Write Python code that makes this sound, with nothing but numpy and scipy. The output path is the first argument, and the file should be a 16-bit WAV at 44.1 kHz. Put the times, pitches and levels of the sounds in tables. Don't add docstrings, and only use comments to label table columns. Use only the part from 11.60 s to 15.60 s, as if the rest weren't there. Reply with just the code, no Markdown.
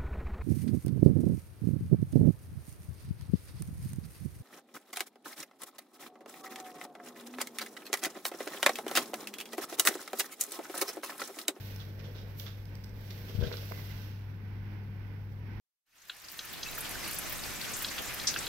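import sys
import numpy as np
from scipy import signal
from scipy.fft import rfft, irfft
from scipy.io import wavfile

SR = 44100
rng = np.random.default_rng(int(sys.argv[2]) if len(sys.argv) > 2 else 0)


def inscribe(sig):
    pcm = np.round(np.clip(np.atleast_2d(sig).T, -1, 1) * 32767)
    wavfile.write(sys.argv[1], SR, pcm.astype(np.int16))


N = 176400


def sliding():
    # f/Hz, density/dB per Hz
    weave = [(100, -110), (450, -88.5), (1100, -101), (2000, -98), (3000, -99), (5500, -99), (9000, -101),
             (13000, -100), (16000, -100)]
    brush = [(100, -100), (280, -90), (460, -81), (650, -87.5), (1000, -107.5), (2500, -112), (16000, -140)]
    # t/s, level/dB
    hiss_level = [(0, 4.5), (.12, 3.5), (.36, -5.5), (.76, -3.5), (.83, 1), (.93, -3), (1.05, -7),
                  (1.33, -8), (1.47, 0.5), (1.6, 2), (1.72, 3), (1.95, 6), (2.17, 6), (2.33, 3.5),
                  (2.47, 0), (2.56, -7), (2.8, -13)]
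    brush_level = [(0, 0.5), (.5, 1.5), (1.1, -2), (1.75, -1), (1.86, 10), (2.0, 2.5), (2.5, -30)]
    hiss = noise(weave) * amp(curve(hiss_level) + drift(hz=40)) * pan(db=0.25)
    brushing = noise(brush) * amp(curve(brush_level) + 2 * drift(hz=8.7))
    return hiss + brushing


def folds():
    # t/s, length/s, level/dB, f/Hz
    buckles = [(0.196, 0.034, -1, 3330), (0.39, 0.026, -4, 2420), (0.439, 0.035, -4.5, 3370),
               (0.545, 0.093, -4.5, 3630), (0.795, 0.045, -7.5, 4250), (0.859, 0.041, 3, 3560),
               (1.502, .02, 0, 3750), (1.681, 0.042, 0, 3080), (1.75, 0.027, -3.5, 3150),
               (1.798, 0.039, 0, 3640), (1.828, 0.044, 2.5, 3250), (1.864, 0.025, 2.5, 3700),
               (1.921, 0.027, 6, 3800), (1.978, 0.014, 0, 3550), (2.03, 0.019, -4, 4800),
               (2.242, 0.4, -8.5, 2700)]
    # f/Hz, density/dB per Hz
    crumple = [(150, -105), (550, -105.5), (1100, -84.5), (2300, -91), (3400, -88.5), (4600, -89),
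               (6200, -88.5), (9000, -104), (16000, -110)]
    snaps_per_s, spread_db = 1500, 1.5
    out, t = np.zeros((2, N)), np.arange(SR // 2) / SR
    for start, length, db, pitch in buckles:
        effort = np.sqrt(np.interp(t / length, [0, 0.17, 1], [0, 1, 0]))
        fires = rng.random(len(t)) < snaps_per_s / SR
        strength = amp(spread_db * np.minimum(rng.exponential(1, len(t)), 3))
        snaps = unit(fires * strength * rng.choice([-1, 1], (2, len(t))))
        resonance = 0.71 + 1.12 * bell(len(t), pitch, octaves=0.11)
        add(out, start, amp(db) * irfft(rfft(snaps * effort) * resonance, len(t)))
    return colour(out, crumple) * np.sqrt(SR / 2)


def ticks():
    # t/s, level/dB, f/Hz
    snaps = [(.2022, -2, 3440), (.584, -5.5, 3870), (0.7975, 11.5, 5700), (0.801, 3, 3040),
             (1.5072, 7.5, 5230), (1.927, 7, 4400), (1.970, 4, 5000)]
    gain_db, decay_s = -45, 0.0016
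    out, t = np.zeros((2, N)), np.arange(SR // 20) / SR
    for start, db, pitch in snaps:
        white = rfft(rng.standard_normal((2, len(t))))
        burst = unit(irfft(white * bell(len(t), pitch, octaves=0.61), len(t)))
        add(out, start, amp(gain_db + db) * burst * np.exp(-t / decay_s))
    return out


def flick():
    start, rise_s, fall_s = 0.768, 0.026, 0.053
    t = np.maximum(np.arange(N) / SR - start, 0)
    swell = np.minimum(t / rise_s, 1) * np.exp(-np.maximum(t - rise_s, 0) / fall_s)
    bright_hiss = unit(np.diff(rng.standard_normal((2, N + 1))))
    return amp(-46) * swell * bright_hiss


def squeaks():
    # t/s, length/s, level/dB, f/Hz, jitter/fraction of f
    slips = [(1.818, 0.041, -48, 1525, .08), (2.06, 0.18, -60.5, 2040, .016), (2.297, 0.02, -58, 2035, 0)]
    rough_db = 4.5
    out = np.zeros(N)
    for start, length, db, pitch, jitter in slips:
        effort = np.sin(np.pi * np.arange(0, 1, 1 / (length * SR))) ** .5
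        phase = 2 * np.pi * np.cumsum(pitch * (1 + jitter * drift(hz=250))) / SR
        whistle = np.sin(phase) * amp(db + rough_db * drift(hz=151))
        add(out, start, effort * whistle[:len(effort)])
    return out * pan(db=-11) / 2


def gliders():
    # t/s, level/dB
    clicks = [(.1615, 5.5), (1.055, -2), (1.154, 0.5), (1.239, -1), (1.2435, 1.5), (1.294, -8)]
    # f/Hz, level/dB, t60/s
    modes = [(5100, 0.5, 0.013), (5970, 4.5, 0.0046), (8640, 7, .011), (13900, -16, 0.008)]
    gain_db, contact_s = -43.5, 0.0021
    out, t = np.zeros((2, N)), np.arange(SR // 10) / SR
    for start, db in clicks:
        contact = 0.88 * rng.standard_normal((2, len(t))) * np.exp(-t / contact_s)
        ring = ringing(modes, t * rng.uniform(.95, 1.05))
        add(out, start, amp(gain_db + db) * (ring + contact) / 2)
    return out + room(out, db=-7)


def bumps():
    # t/s, handling thud level/dB, handling thud f/Hz, frame ring level/dB
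    knocks = [(0.482, -44, 520, -42), (1.694, -41, 110, -39.5), (1.7479, -23, 100, -39.5),
              (1.7768, -23.5, 95, -61), (1.788, -18, 129, -39), (1.797, -21.5, 81, -44),
              (1.8094, -25.5, 131, -32), (1.824, -15.5, 77, -28), (1.8372, -27, 200, -35),
              (1.8656, -23, 131, -35.5), (1.91, -50, 155, -32), (2.024, -40, 574, -59),
              (2.111, -35, 663, -37.5), (2.192, -47.5, 615, -52)]
    # f/Hz, level/dB, t60/s
    modes = [(282, -10.5, 0.1), (390, -2.5, 0.088), (477.7, 0, 0.12), (556, -12, 0.14), (633, -4, 0.051),
             (990, -11.5, 0.029), (1447, -12, 0.018)]
    thud_s, ring_rise_s, right_db = 0.0034, 0.00054, -17.5
    handling, frame, t = np.zeros((2, N)), np.zeros((2, N)), np.arange(SR // 2) / SR
    push = t / thud_s * np.exp(1 - t / thud_s)
    for start, thud_db, thud_hz, ring_db in knocks:
        thud = push * np.sin(2 * np.pi * thud_hz * t) * amp([[0], [right_db]])
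        ring = ringing(modes, t) * (1 - np.exp(-t / ring_rise_s))
        add(handling, start, amp(thud_db) * thud)
        add(frame, start, amp(ring_db) * ring / 2)
    return handling + frame + room(frame)


def taps():
    # t/s, level/dB, f/Hz
    knocks = [(1.9165, -6, 1600), (1.941, -8, 1520), (2.1207, -3.5, 990), (2.1773, -14, 1110),
              (2.195, -15, 1010)]
    # f/Hz, gain/dB
    hollow_case = [(100, -9), (480, 7), (750, 1.5), (1150, 0), (1600, -7.5), (2250, -7.5), (3200, -35),
                   (16000, -20)]
    gain_db, rattle_s, ring_s = -23.5, 0.0024, 0.003
    out, t = np.zeros((2, N)), np.arange(SR // 50) / SR
    pulse = 4 * (t == 0)
    for start, db, pitch in knocks:
        rattle = 0.32 * rng.standard_normal((2, len(t))) * np.exp(-t / rattle_s)
        ring = 0.095 * np.cos(2 * np.pi * pitch * t) * np.exp(-t / ring_s)
        add(out, start, amp(gain_db + db) * (pulse + rattle + ring))
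    return colour(out, hollow_case) * pan(db=-17.5)


def ventilation():
    # t/s, level/dB
    hum_level = [(0, -42.5), (1.4, -43.5), (2.2, -41), (3, -40.5)]
    # f/Hz, density/dB per Hz
    rumble = [(24, -100), (35, -63.5), (44, -82.5), (57, -62), (78, -89.5), (145, -68.5), (210, -80.5),
              (300, -87), (450, -85.5), (700, -96), (1500, -101), (3000, -114), (8000, -133), (16000, -121)]
    hum_hz, level = 100, curve(hum_level)
    phase = 2 * np.pi * hum_hz * np.arange(N) / SR + 0.24 * drift(hz=0.71)
    octave = amp(-17 + 2.5 * drift(hz=4)) * np.sin(2 * phase + .5 * drift(hz=7))
    air = noise(rumble) * amp(0.73 * (level - level.mean()))
    hum = np.sqrt(2) * (np.sin(phase) + octave) * amp(level + 0.43 * drift(hz=7.4))
    return hum + air


def traffic():
    # f/Hz, density/dB per Hz
    road = [(30, -67), (180, -76.5), (300, -80), (560, -99), (880, -87.5), (1200, -98), (1540, -96),
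            (2010, -94.5), (2700, -103), (4000, -112), (5600, -112), (7300, -133), (16000, -121)]
    # t/s, level/dB
    opening = [(0, -2.5), (1.3, -4), (2.3, -2), (2.82, -2.5), (3.13, 2.5), (3.35, -0.5), (3.72, -3),
               (3.86, 3)]
    return noise(road) * amp(curve(opening) + 1.58 * drift(hz=6.6)) * pan(db=-4)


def room(x, db=-4.5):
    t60, first_echo_s = 0.41, 0.004
    t = np.arange(SR // 2) / SR
    tail = rng.standard_normal((2, len(t))) * amp(-60 * t / t60) * (t > first_echo_s)
    return amp(db) * signal.oaconvolve(x, tail / np.linalg.norm(tail[0]), axes=1)[:, :N]


def noise(points):
    # f/Hz, correlation/0-1
    likeness = [(100, 0.88), (290, 0.84), (640, 0.55), (1400, 0), (16000, 0)]
    same = spectrum(likeness)
    left, independent = rfft(rng.standard_normal((2, N)))
    right = same * left + np.sqrt(1 - same ** 2) * independent
    return irfft(np.array([left, right]) * amp(spectrum(points)), N) * np.sqrt(SR / 2)


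def ringing(modes, t):
    hz, level, t60 = np.transpose(modes)[:, :, None]
    phase = 2 * np.pi * rng.random(hz.shape) + rng.standard_normal((2, len(hz), 1)) * hz / 1500
    return (amp(level - 60 * t / t60) * np.sin(2 * np.pi * hz * t + phase)).sum(1)


def bell(size, pitch, octaves):
    octaves_off = np.log2((np.fft.rfftfreq(size, 1 / SR) + 1) / pitch)
    return 1 / (1 + (octaves_off / octaves) ** 2)


def colour(x, points):
    log_gain = np.log(amp(spectrum(points)))
    mirrored = np.concatenate([log_gain, log_gain[-2:0:-1]])
    impulse = np.fft.ifft(np.exp(np.conj(signal.hilbert(mirrored)))).real[:8192]
    return signal.oaconvolve(x, impulse[None], axes=1)[:, :N]


def spectrum(points):
    hz, value = np.transpose(points)
    return np.interp(np.log(np.fft.rfftfreq(N, 1 / SR) + 1), np.log(hz), value)


def curve(points):
    return np.interp(np.arange(N) / SR, *np.transpose(points))


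def drift(hz):
    lowpass = np.exp(-(np.fft.rfftfreq(N, 1 / SR) / hz) ** 2)
    return unit(irfft(rfft(rng.standard_normal(N)) * lowpass, N))


def pan(db):
    return amp([[db / 2], [-db / 2]])


def amp(db):
    return 10 ** (np.asarray(db) / 20)


def unit(x):
    return x / np.sqrt(np.mean(x ** 2) + 1e-20)


def add(mix, start, sound):
    part = mix[..., max(round(start * SR), 0):][..., :sound.shape[-1]]
    part += sound[..., :part.shape[-1]]


def scene():
    cloth = folds() + ticks() + squeaks()
    foreground = cloth + room(cloth) + bumps() + gliders() + flick() + taps() + sliding()
    return foreground + ventilation() + traffic()


def record(dry):
    # f/Hz, left gain/dB, right gain/dB
    ports = [(200, 0, -1.5), (680, -2, -2.5), (1380, 0, 2), (1510, 5, 7.5), (1670, 1.5, 3.5),
             (2420, -4, 6.5), (4020, -2, 5), (5750, -5, 4), (6730, -7, -8), (7800, -4, -22),
             (8550, -12.5, -24.5), (10280, -6, -11), (11600, -2, -0.5), (14160, -7.5, 8), (16700, 11, -9)]
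    low_cut_hz, edge_hz = 30, 15780
    left = colour(dry[:1], np.array(ports)[:, [0, 1]])
    right = colour(dry[1:], np.array(ports)[:, [0, 2]])
    low_cut = signal.butter(4, low_cut_hz, "high", fs=SR, output="sos")
    band_limit = signal.firwin(511, edge_hz, window=("kaiser", 9), fs=SR)
    heard = signal.sosfilt(low_cut, np.vstack([left, right]))
    return signal.oaconvolve(heard, band_limit[None], "same")


dry = scene()
out = record(dry)
inscribe(out)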